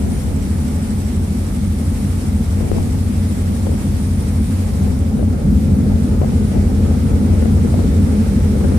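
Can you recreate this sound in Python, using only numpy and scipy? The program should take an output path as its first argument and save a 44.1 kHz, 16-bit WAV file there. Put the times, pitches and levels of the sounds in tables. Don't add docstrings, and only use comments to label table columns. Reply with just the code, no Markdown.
import sys
import numpy as np
from scipy import signal
from scipy.fft import rfft, irfft, next_fast_len
from scipy.io import wavfile
from scipy.ndimage import uniform_filter1d, map_coordinates

SR = 44100
rng = np.random.default_rng(int(sys.argv[2]) if len(sys.argv) > 2 else 0)


def wrap_up_sound(samples):
    columns = np.atleast_2d(samples).T
    tamed = np.clip(columns, -1, 1)
    steps = np.round(tamed * 32767).astype(np.int16)
    wavfile.write(sys.argv[1], SR, steps)


N = 387198
TIME_S = np.arange(N) / SR


def amp(db):
    return 10 ** (np.asarray(db) / 20)


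def unit(x):
    return x / np.sqrt(np.mean(x ** 2) + 1e-20)


def along(points, hz):
    f, value = np.transpose(points)
    return np.interp(np.log(hz + 1), np.log(f + 1), value)


def over_time(points):
    s, value = np.transpose(points)
    return np.interp(TIME_S, s, value)


def wobble(rate_hz):
    points = rng.standard_normal(int(N * rate_hz / SR) + 4)
    return map_coordinates(points, [np.arange(N) * rate_hz / SR])


def bump(at_s, half_length_s):
    return np.exp(-((TIME_S - at_s) / half_length_s) ** 2)


def filtered(x, response):
    m = next_fast_len(N + SR // 2)
    hz = np.fft.rfftfreq(m, 1 / SR)
    return irfft(rfft(x, m) * response(hz), m)[..., :N]


def resonances(modes):
    def response(hz):
        total = 0
        for k, (centre, width, db) in enumerate(modes):
            damping = 1j * hz * width
            total = total + (-1) ** k * amp(db) * damping / (centre ** 2 - hz ** 2 + damping)
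        return total
    return response


def cycles(rate):
    return np.cumsum(over_time(rate)) / SR


SWITCH_S, SWITCH_TAKES_S, SETTLE_S = 4.855, 0.32, 0.98


def narrowed():
    return np.clip((TIME_S - SWITCH_S) / SWITCH_TAKES_S, 0, 1)


def level_db(wide_db, step_db, regained_db):
    since = np.clip(TIME_S - SWITCH_S - SWITCH_TAKES_S, 0, None)
    return wide_db + step_db * narrowed() + regained_db * (1 - np.exp(-since / SETTLE_S))


# [f/Hz, likeness]
LIKENESS = [(60, .96), (110, .975), (200, .93), (370, .78), (680, .4), (1240, -.2), (2280, -.04), (4180, 0)]


def rush(spectrum, patchy_db):
    z = signal.stft(rng.standard_normal((2, N)), nperseg=512)[2]
    patches = uniform_filter1d(rng.standard_normal(z.shape[1:]), size=8, axis=0)
    patches = uniform_filter1d(patches, size=10, axis=1)
    pair = signal.istft(z * amp(patchy_db * unit(patches)), nperseg=512)[1][:, :N]

    def mid_side(hz):
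        angle = np.arccos(np.clip(along(LIKENESS, hz), -1, 1)) / 2
        return amp(along(spectrum, hz)) * [np.cos(angle), np.sin(angle)]

    mid, side = filtered(pair, mid_side)
    return unit(np.array([mid + side, mid - side]))


# [f/Hz, level/dB]
WAKE_COLOUR = [(880, 0), (1500, -3), (2190, -1), (2730, -6), (4900, -6.5), (5450, -5.5), (6900, -8),
               (7500, -4.5), (8500, -6.5), (9300, -0.5), (9850, -3.5), (10500, -15), (11500, -8.5),
               (12300, -12.5), (14600, -13)]


def wake(generator_turns):
    throb_db = 0.8 * np.cos(2 * np.pi * (generator_turns - .5))
    splash_db = .5 * wobble(9.4) + 0.1 * wobble(4.23)
    level = level_db(wide_db=-37.5, step_db=-5, regained_db=5.8)
    return amp(level + throb_db + splash_db) * rush(WAKE_COLOUR, patchy_db=0.83)


# [f/Hz, level/dB]
ROAR_COLOUR = [(200, -45), (330, -4), (420, -0.5), (560, -5), (650, -10.5), (850, -9.5), (1000, -17.5),
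               (1300, -15), (1700, -25.5), (3000, -42.5)]


def exhaust_roar():
    level = level_db(wide_db=-36, step_db=1.1, regained_db=4.2)
    return amp(level + .6 * wobble(9)) * rush(ROAR_COLOUR, patchy_db=1)


# [f/Hz, level/dB]
NARROW_COLOUR = [(300, -3.5), (430, 3), (560, 0), (700, -2), (1100, -2.5), (1500, 0), (2500, 0),
                 (5000, -0.5), (8000, -1.5), (9500, -2.5), (11000, -5), (14000, -9)]


def through_pickup(wide):
    share = narrowed()
    narrow = filtered(wide, lambda hz: amp(along(NARROW_COLOUR, hz)))
    return (1 - share) * wide + share * narrow


def pop(db, t60_s, edge_hz):
    t = np.arange(SR // 5) / SR
    hz = np.fft.rfftfreq(len(t), 1 / SR)
    snap = np.exp(-((t - .002) / .0002) ** 2)
    fade = amp(-60 * t / t60_s) * (1 - np.exp(-t / .001))
    burst = snap + fade * rng.standard_normal(len(t))
    ring = resonances([(150, 300, -2), (edge_hz, 250, 0), (1500, 1500, -24)])
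    z = rfft(burst) * ring(hz) / (1 + 1j * hz / 3000) ** 2
    onset = irfft(z * (hz > 400), len(t))[:SR // 60]
    return amp(db) * irfft(z, len(t)) / np.sqrt(np.mean(onset ** 2))


# [f/Hz, level/dB]
BUFFET_COLOUR = [(25, -16), (50, 5.5), (250, -4.5), (500, -12), (800, -17), (1200, -38.5), (2500, -37),
                 (5000, -76)]
# [t/s, half length/s, level/dB]
WIND_GUSTS = [(0, .5, -27), (2.75, .2, -28.5), (3.7, .25, -31), (5.096, .3, -31), (6.003, .5, -28),
              (7.303, .6, -28), (8.752, .25, -27)]
# [t/s, level/dB, t60/s, edge tone f/Hz]
LOUD_POPS = [(2.714, -18, .025, 450), (2.762, -24, .04, 550), (2.781, -28, .03, 800),
             (3.667, -23, .08, 550), (3.69, -25, .06, 500), (3.715, -27, .06, 500), (5.19, -26, .06, 500),
             (5.225, -26, .06, 650), (6.214, -19, .05, 720), (6.231, -22, .035, 720),
             (6.243, -25, .03, 700), (7.422, -23, .06, 500), (7.455, -23, .05, 450), (7.645, -24, .05, 450),
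             (7.739, -22, .07, 650), (7.789, -24, .06, 500), (8.639, -24, .1, 400), (8.718, -23, .06, 500)]


def wind():
    calm_db = -40
    strength = amp(calm_db) + sum(amp(db) * bump(s, half_s) for s, half_s, db in WIND_GUSTS)
    noise = filtered(rng.standard_normal((2, N)), lambda hz: amp(along(BUFFET_COLOUR, hz)))
    lumps = amp(5.8 * np.array([wobble(14), wobble(14)]))
    port_gain = amp([[1.5], [-3]])
    buffeting = strength * port_gain * unit(lumps * noise)
    out = np.pad(buffeting, ((0, 0), (0, SR)))

    when, size, pitch = rng.random((10, 3)).T
    starts = np.interp(when, np.cumsum(strength) / strength.sum(), TIME_S)
    small_db, small_t60_s, small_hz = -30, .07, 450
    small_pops = [(s, small_db + 5 * (a - .5), small_t60_s, small_hz * (.8 + .4 * p))
                  for s, a, p in zip(starts, size, pitch)]
    for s, *shape in LOUD_POPS + small_pops:
        out[0, round(s * SR):][:SR // 5] += pop(*shape)
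    return out[:, :N]


# [t/s, f/Hz]
WHISTLE_PITCH = [(0, 9500), (1.9, 9488), (3.1, 9460), (4.65, 9510), (6.2, 9462), (7.8, 9527), (8.78, 9490)]


def turbocharger():
    hz = over_time(WHISTLE_PITCH) + 8 * wobble(30)
    port_drift = 1.2 * np.array([wobble(14), wobble(14)])
    phase = 2 * np.pi * np.cumsum(hz) / SR + port_drift
    side_tone = amp(-7) * np.sin(phase - 2 * np.pi * cycles(MAIN_SPEED) * 3)
    flicker = amp(2.1 * np.array([wobble(11), wobble(12)]))
    level = level_db(wide_db=-48.5, step_db=-4, regained_db=1)
    return amp(level) * unit(flicker * (np.sin(phase) + side_tone))


# [share of the generator cycle, level/dB]
VALVE_TAPS = [(.11, -9), (.305, 0), (.51, -1), (.925, -8)]
# [f/Hz, width/Hz, level/dB]
COVER_MODES = [(5450, 300, -14), (7450, 250, -11), (7890, 60, 0), (7980, 60, -3), (8050, 80, -2)]


def valve_gear(turns):
    draw = rng.standard_normal((int(turns[-1]) + 2, len(VALVE_TAPS), 3))
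    strength = amp(2.5 * draw[..., :1]) * np.sign(draw[..., 1:])
    taps = np.zeros((2, N))
    for i, (share, db) in enumerate(VALVE_TAPS):
        count = np.floor(turns - share).astype(int)
        closes = np.diff(count, prepend=count[0])
        taps += amp(db) * strength[count, i].T * closes
    level = level_db(wide_db=-52, step_db=-8, regained_db=3.5)
    louder_db = 4 * bump(at_s=1, half_length_s=.6)
    port_db = [[-5], [2]]
    return amp(level + louder_db + port_db) * unit(filtered(taps, resonances(COVER_MODES)))


# [f/Hz, level/dB]
HULL_COLOUR = [(20, -26), (35, -23), (55, -2.5), (80, -3.5), (95, -5.5), (112, -12), (140, -6),
               (175, -10.5), (200, -1), (220, -4), (255, -7), (285, -14.5), (350, -22), (600, -54.5)]
# [t/s, half length/s, level/dB]
RUMBLE_SURGES = [(5.393, 0.042, -4), (5.554, 0.082, 4), (8.003, .06, 2)]


def hull_rumble(tones):
    level = level_db(wide_db=-16.5, step_db=2.18, regained_db=2.13)
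    surge_db = sum(db * bump(s, half_s) for s, half_s, db in RUMBLE_SURGES)
    sag_db = -7 * bump(at_s=5.5, half_length_s=0.11)
    noise = amp(-3.0) * rush(HULL_COLOUR, patchy_db=1)
    return amp(level + surge_db) * (amp(sag_db) * tones + noise)


def engine(turns, orders, smear):
    tones = 0
    for k, db in orders:
        phase = 2 * np.pi * (k * turns + smear * (k - 6) ** 2)
        tones = tones + np.sqrt(2) * amp(db + .7 * wobble(1.35)) * np.cos(phase)
    return tones


# [t/s, f/Hz]
GENERATOR_SPEED = [(0, 12.481), (3.8, 12.481), (4.4, 12.506), (8, 12.506), (8.78, 12.49)]
# [multiple of the cycle rate, level/dB]
GENERATOR_TONES = [(3, -26), (4, -14.5), (5, -22), (6, -9.5), (7, -8), (8, -29), (10, -22.5), (11, -21),
                   (12, -33.5), (15, -26.5), (16, -21), (17, -18), (18, -24.5), (20, -27), (76, -52)]


def generator_set(turns):
    return -engine(turns - .42, GENERATOR_TONES, smear=-.09)


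# [t/s, f/Hz]
MAIN_SPEED = [(0, 15.305), (4, 15.305), (4.6, 15.322), (8.78, 15.322)]
# [multiple of the cycle rate, level/dB]
MAIN_TONES = [(2, -39), (3, -20), (5, -17.5), (6, -8), (13, -27), (14, -22), (17, -25), (20, -34),
              (24, -37.5), (32, -43), (56, -53)]
# [t/s, level/dB]
MAIN_SWELL = [(0, -11), (1, -2), (2.4, 2), (5, 1.5), (5.8, -2.5), (8.78, -4.5)]


def main_diesel():
    return amp(over_time(MAIN_SWELL)) * engine(cycles(MAIN_SPEED), MAIN_TONES, smear=.03)


# [f/Hz, left minus right level/dB]
PORT_LEAN = [(60, 1), (91, 0.5), (140, -1), (210, 1), (320, 1.5), (490, 0.5), (740, 1), (1130, -1),
             (1720, -1.0), (2620, -2.5), (3990, 0), (6070, -2.5), (9230, 2), (14000, -2.5)]


def at_ports(deck):
    left_right = np.array([[1], [-1]])
    left_lag_s = .00015

    def response(hz):
        gain = amp(along(PORT_LEAN, hz) / 2 * left_right)
        return gain * np.exp(-1j * np.pi * hz * left_lag_s * left_right)

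    return filtered(deck, response)


def scene():
    generator_turns = cycles(GENERATOR_SPEED)
    wash = through_pickup(exhaust_roar() + wake(generator_turns))
    tones = generator_set(generator_turns) + main_diesel()
    deck = wash + turbocharger() + valve_gear(generator_turns) + hull_rumble(tones)
    return at_ports(deck) + wind()


def record(dry):
    power = np.abs(uniform_filter1d(np.mean(dry ** 2, axis=0), size=SR // 25)) + 1e-6
    usual_power = uniform_filter1d(power, size=SR // 2)
    held = dry * (power / usual_power) ** -.08
    rounded = held / (1 + np.abs(held) ** 8) ** (1 / 8)
    return filtered(rounded, lambda hz: hz < 14480)


dry = scene()
out = record(dry)
wrap_up_sound(out)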